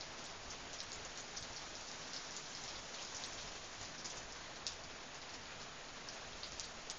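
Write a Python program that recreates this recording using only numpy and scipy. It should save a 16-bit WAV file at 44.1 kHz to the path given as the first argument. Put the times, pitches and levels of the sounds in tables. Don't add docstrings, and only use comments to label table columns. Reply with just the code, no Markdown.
import sys
import numpy as np
from scipy import signal
from scipy.io import wavfile
from scipy.ndimage import uniform_filter1d

SR = 44100
rng = np.random.default_rng(int(sys.argv[2]) if len(sys.argv) > 2 else 0)


def boost(x):
    u = np.asarray(x, float) / 20
    return 10 ** u


def bounce(signal):
    frames = np.transpose(np.atleast_2d(signal))
    limited = np.clip(frames, -1, 1)
    pcm = np.round(limited * 32767).astype(np.int16)
    wavfile.write(sys.argv[1], SR, pcm)


N = 307818

# (time [s], strength [dB])
RAIN_STRENGTH = [(0.0, -46), (0.1, -54.5), (1.05, -50), (1.98, -45.5), (2.49, -44.5), (2.84, -46),
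                 (3.24, -42.5), (3.81, -48), (4.0, -52), (4.31, -49.5), (4.72, -68), (5.38, -59),
                 (5.83, -66.5), (6.51, -49), (6.98, -58)]


def evened(x):
    return x / np.sqrt(np.mean(x ** 2) + 1e-20)


def read(points, hz):
    f, value = np.transpose(points)
    return np.interp(np.log(hz + 1), np.log(f + 1), value)


def curve(table, column):
    rows = np.array(table)
    return np.interp(np.arange(N) / SR, rows[:, 0], rows[:, column])


def add(mix, s, sound):
    part = mix[max(round(s * SR), 0):][:len(sound)]
    part += sound[:len(part)]


def low_pass(x, hz, size):
    return signal.oaconvolve(x, signal.firwin(size, hz, window=("kaiser", 11), fs=SR), "same")


def hiss(spectrum, size, patchy_db, flicker_db):
    frames, hz = 4 * N // size + 5, np.fft.rfftfreq(size, 1 / SR)
    real, imag, patches = rng.standard_normal((frames, len(hz), 3)).T
    patches = uniform_filter1d(patches, size=9, axis=0)
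    patches = evened(uniform_filter1d(patches, size=9, axis=1))
    flicker = evened(uniform_filter1d(rng.standard_normal(frames), size=3))
    level_db = read(spectrum, hz)[:, None] + patchy_db * patches + flicker_db * flicker
    z = (real + 1j * imag) * boost(level_db)
    return evened(signal.istft(z, nperseg=size, noverlap=3 * size // 4)[1][:N])


def swell(top_hz):
    t = np.arange(0, N + 256, 256) / SR
    rates = np.geomspace(2.5, top_hz, num=20)
    wave = sum(np.sin(2 * np.pi * (f * t + rng.random())) / np.sqrt(f) for f in rates)
    return np.interp(np.arange(N) / SR, t, evened(wave))


def thumps():
    # (time [s], rise of the rumble [dB])
    nudges = [
        (.99, 7),
        (2.78, 6),
        (6.36, 4),
    ]
    width_s = .035
    t = np.arange(N) / SR
    return sum(db * np.exp(-((t - s) / width_s) ** 2) for s, db in nudges)


def rumble():
    # (frequency [Hz], density [dB per Hz])
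    low_spectrum = [(7.1, -29.5), (12, -0.5), (110, -8.5), (140, -43), (240, -120)]
    level_db = -64 + thumps() + 0.7 * swell(top_hz=11.0)
    return boost(level_db) * hiss(low_spectrum, size=4096, patchy_db=2.5, flicker_db=1.3)


def porch_hum():
    # (frequency [Hz], width [Hz], level [dB])
    resonances = [
        (150, 45, 1),
        (246.7, 46, 2),
        (420, 93, -5.5),
        (660, 200, -2.5),
    ]
    hz = np.geomspace(60, 2000, num=300)
    power = sum(boost(2 * db) / (1 + (2 * (hz - f) / width) ** 2) ** 2 for f, width, db in resonances)
    spectrum = np.transpose([hz, 10 * np.log10(power)])
    level_db = -64.5 + 0.4 * swell(top_hz=11.)
    return boost(level_db) * hiss(spectrum, size=8192, patchy_db=-1.5, flicker_db=-2.5)


def far_wash(rain_db):
    # (frequency [Hz], density [dB per Hz])
    wash_spectrum = [(59, -37.5), (100, -2.5), (146, -2), (190, -2.5), (240, -2), (376, -1.5), (678, 1),
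                     (769, 0), (1660, -1.5), (2020, -3), (6350, -8), (6820, -6), (7200, -14.5),
                     (9360, -43.5), (15800, -120)]
    usual_rain_db = -50
    level_db = -51.5 + 0.04 * (rain_db - usual_rain_db)
    return boost(level_db) * hiss(wash_spectrum, size=1024, patchy_db=0.66, flicker_db=0.93)


def leaf_spatter(rain_db):
    # (frequency [Hz], density [dB per Hz])
    spatter_spectrum = [
        (2000, -33.5),
        (3200, -5),
        (4500, -3.5),
        (6000, 0.5),
        (7300, -4),
    ]
    return boost(rain_db - 6) * hiss(spatter_spectrum, size=256, patchy_db=1., flicker_db=.7)


def ticks(hz, cycles, flutter):
    turns = (np.arange(128) / SR - .001) * hz
    width = np.maximum(cycles, .8) * np.where(turns < 0, .35, .7)
    tick = -np.cos(2 * np.pi * turns) * np.exp(-(turns / width) ** 2)
    tick = signal.fftconvolve(tick - tick.mean(1, keepdims=True), flutter, axes=1)
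    return tick / abs(tick).max(1, keepdims=True)


def drops(rows, onset=0.0018, build=0.002, t60=0.16, grain=0.6, ringing=0.77,
          flutter_db=-20.0, flutter_s=0.00078):
    # (delay [s], level [dB])
    echoes = [
        (.0015, -7),
        (.0057, -9),
        (.0105, -12),
        (.0128, -11),
    ]
    tail_cycles = 1.46
    s, tick_db, tick_hz, cycles, tail_db, tail_hz = np.transpose(rows)[:, :, None]
    count = len(s)

    late = np.maximum(np.arange(4800) / SR - onset, 0)
    scatter, lumps = rng.standard_normal((count, len(late), 2)).transpose(2, 0, 1)
    scatter = scatter * np.exp(grain * lumps)
    scatter = scatter * (1 - np.exp(-late / build)) * boost(-60 * late / t60)

    flutter = boost(flutter_db) * rng.standard_normal((count, 128)) * np.exp(-np.arange(128) / SR / flutter_s)
    flutter[:, 0] = 1
    tail_ticks = ticks(tail_hz, ringing * np.maximum(cycles, tail_cycles), flutter)
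    tail = signal.fftconvolve(scatter, tail_ticks, axes=1)
    tail *= boost(tail_db) / np.sqrt(np.mean(tail[:, 170:940] ** 2, axis=1, keepdims=True))

    paths, chance = np.zeros(scatter.shape), rng.uniform(-1, 1, (count, len(echoes), 2))
    paths[:, 0] = 1
    for k, (delay, db) in enumerate(echoes):
        at = np.round(delay * SR * (1 + .1 * chance[:, k, 0])).astype(int)
        paths[np.arange(count), at] = boost(db + 3 * chance[:, k, 1])
    direct = boost(tick_db) * signal.fftconvolve(paths, ticks(tick_hz, cycles, flutter), axes=1)

    out = np.zeros(N)
    for start, sound in zip(s[:, 0], direct + tail):
        add(out, start - .001, sound)
    return out


def patter(count, base_db=-54.0, size_db=-2.5, wet_db=-11.5, low_hz=3300, high_hz=7000):
    u = rng.random((count, 4))
    fallen = np.cumsum(boost(.2 * curve(RAIN_STRENGTH, column=1)))
    s = np.searchsorted(fallen / fallen[-1], u[:, 0]) / SR
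    tick_db = base_db - size_db * np.log(np.maximum(u[:, 1], .05))
    hz = low_hz * (high_hz / low_hz) ** u[:, 2]
    cycles = 1.4 + 3.5 * u[:, 3]
    return drops(np.transpose([s, tick_db, hz, cycles, tick_db + wet_db, hz]))


def family(rows, cycles):
    s, tick_db, hz, tail_db = np.transpose(rows)
    tail_hz = hz + 0.11 * (5300 - hz)
    return drops(np.transpose([s, tick_db, hz, cycles + 0 * s, tail_db, tail_hz]))


def eave_drips():
    # (time [s], tick peak [dB], pitch [Hz])
    drips = [(.3004, -38, 6600), (0.264, -38, 4300), (.738, -41, 4300), (1.158, -40, 4100),
             (1.4455, -40, 3700), (1.5328, -41, 5600), (1.812, -38, 5900), (2.0756, -49, 5300),
             (2.1987, -44, 4970), (2.2668, -38, 5500), (2.5726, -36.5, 4550), (2.697, -45, 4400),
             (.5442, -40, 4500), (3.4767, -38, 5000), (3.2385, -31.5, 6300), (3.83, -37, 5450),
             (4.0022, -38.5, 5100), (4.19, -47, 5000), (4.2893, -48, 3750), (4.559, -38, 5560),
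             (4.7207, -36, 5300), (4.838, -37.5, 5300), (5.1458, -37.5, 6200), (5.2165, -37, 4400),
             (5.2936, -37.5, 4900), (5.4574, -42, 4300), (5.617, -35.5, 5600), (5.886, -38.5, 4200),
             (5.9574, -43, 5850), (6.3322, -39.5, 3650)]
    tail_db = -20
    return family([(s, db, hz, db + tail_db) for s, db, hz in drips], cycles=1.8)


def leaf_splashes():
    # (time [s], tick peak [dB], pitch [Hz], scattered tail [dB rms])
    splashes = [(.0098, -31.5, 4730, -55), (.176, -50, 5700, -54), (.242, -37, 6600, -54),
                (3.238, -29, 4200, -51), (.5, -46, 5900, -49), (.925, -46, 6600, -48),
                (.7885, -37, 5000, -53), (1.3645, -39, 5400, -44), (1.0505, -33, 6100, -60),
                (1.2066, -35, 6500, -63), (1.3708, -32, 5540, -56), (1.5638, -32, 5200, -49),
                (1.7534, -33.5, 5470, -55), (1.8766, -43, 5400, -53), (2.1504, -44, 5760, -56),
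                (2.1637, -33, 4800, -49), (2.3093, -34, 6000, -53), (2.4512, -42, 5000, -56),
                (2.5504, -33.5, 4750, -54), (2.6552, -49, 6140, -58), (2.7566, -39, 4470, -54),
                (3.017, -38, 5800, -51), (3.0457, -45, 5700, -54), (3.1481, -31, 6300, -47),
                (3.1685, -31, 6400, -65), (3.3329, -35.5, 5900, -55), (3.9812, -39, 5300, -53),
                (4.1714, -34, 6400, -51), (6.0875, -32, 5200, -55), (6.4333, -31, 4360, -50)]
    return family(splashes, cycles=2.8)


def hard_taps():
    # (time [s], tick peak [dB], pitch [Hz], scattered tail [dB rms])
    taps = [(.7322, -32, 5950, -49), (.8041, -25.5, 4680, -50), (1.1753, -31, 6300, -49),
            (1.3833, -36, 6000, -66), (1.4263, -31, 4800, -52.5), (1.9152, -32.5, 5500, -63),
            (2.1337, -31, 5400, -47.5), (2.3655, -28, 6100, -49), (2.6387, -29, 6300, -52),
            (2.6794, -32, 4800, -48.5), (2.9388, -43, 4800, -50), (2.9858, -38, 2880, -51),
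            (.919, -28, 5500, -58), (3.378, -38, 3600, -51), (3.4105, -38, 4500, -54),
            (3.8139, -31, 5500, -58), (3.8498, -35, 5100, -53), (4.0455, -35, 5400, -46),
            (4.0554, -39, 6000, -48), (4.0969, -43, 5800, -46.5), (4.3237, -34, 5530, -59),
            (4.6669, -19.5, 4800, -41.5), (5.6022, -41, 4800, -60), (5.3358, -41, 5800, -52),
            (6.1241, -39, 5400, -55), (6.6317, -36, 4970, -49.5), (6.5212, -31.5, 5800, -59),
            (6.5972, -22.5, 5900, -48), (6.6483, -36, 5700, -58), (6.8998, -22.5, 5960, -49)]
    return family(taps, cycles=1.53)


def scene():
    rain_db = curve(RAIN_STRENGTH, column=1)
    background = rumble() + porch_hum() + far_wash(rain_db) + leaf_spatter(rain_db)
    near = patter(count=340) + eave_drips() + leaf_splashes() + hard_taps()
    near = signal.sosfilt(signal.butter(2, 2200, "high", fs=SR, output="sos"), near)
    mono = background + near
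    return np.array([mono, mono])


def band_limit(x):
    return signal.sosfilt(signal.butter(12, 9250, fs=SR, output="sos"), x)


def record(dry):
    # (time [s], peak [dB])
    blip_times = [(0.1256, -75), (0.19, -74), (0.2532, -60), (0.8295, -62), (0.8939, -72), (0.9577, -70.5),
                  (1.151, -78), (1.213, -69), (1.4074, -61), (3.197, -70), (3.2615, -55.5), (4.0927, -67),
                  (4.1572, -70.5), (4.6706, -59), (4.7336, -68), (5.1816, -76), (6.0776, -75),
                  (6.1419, -72.5), (6.4626, -71), (6.5894, -70), (6.6524, -62), (6.9104, -52), (6.974, -74)]
    rate_hz = 16000
    t = np.arange(N) / SR
    blips, soft = np.zeros(N), np.zeros(N)
    for s, db in blip_times:
        add(blips, s - .0028, boost(db) * np.hanning(round(.012 * SR)))
        add(soft, s - .06, np.ones(round(.075 * SR)))
    soft = uniform_filter1d(np.minimum(soft, 1), size=400)
    steep_edge = low_pass(dry[0], 7270, size=4001)
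    soft_edge = low_pass(dry[0], 7255, size=301)
    x = (1 - soft) * steep_edge + soft * soft_edge

    mirror = x * np.cos(2 * np.pi * rate_hz * t)
    mirror = boost(-17.5) * (low_pass(mirror, 8863, size=261) - low_pass(mirror, 8200, size=601))
    offset = .0007
    x = x + mirror + blips * np.cos(np.pi * rate_hz * t) + offset
    return band_limit(np.array([x, x]))


dry = scene()
out = record(dry)
bounce(out)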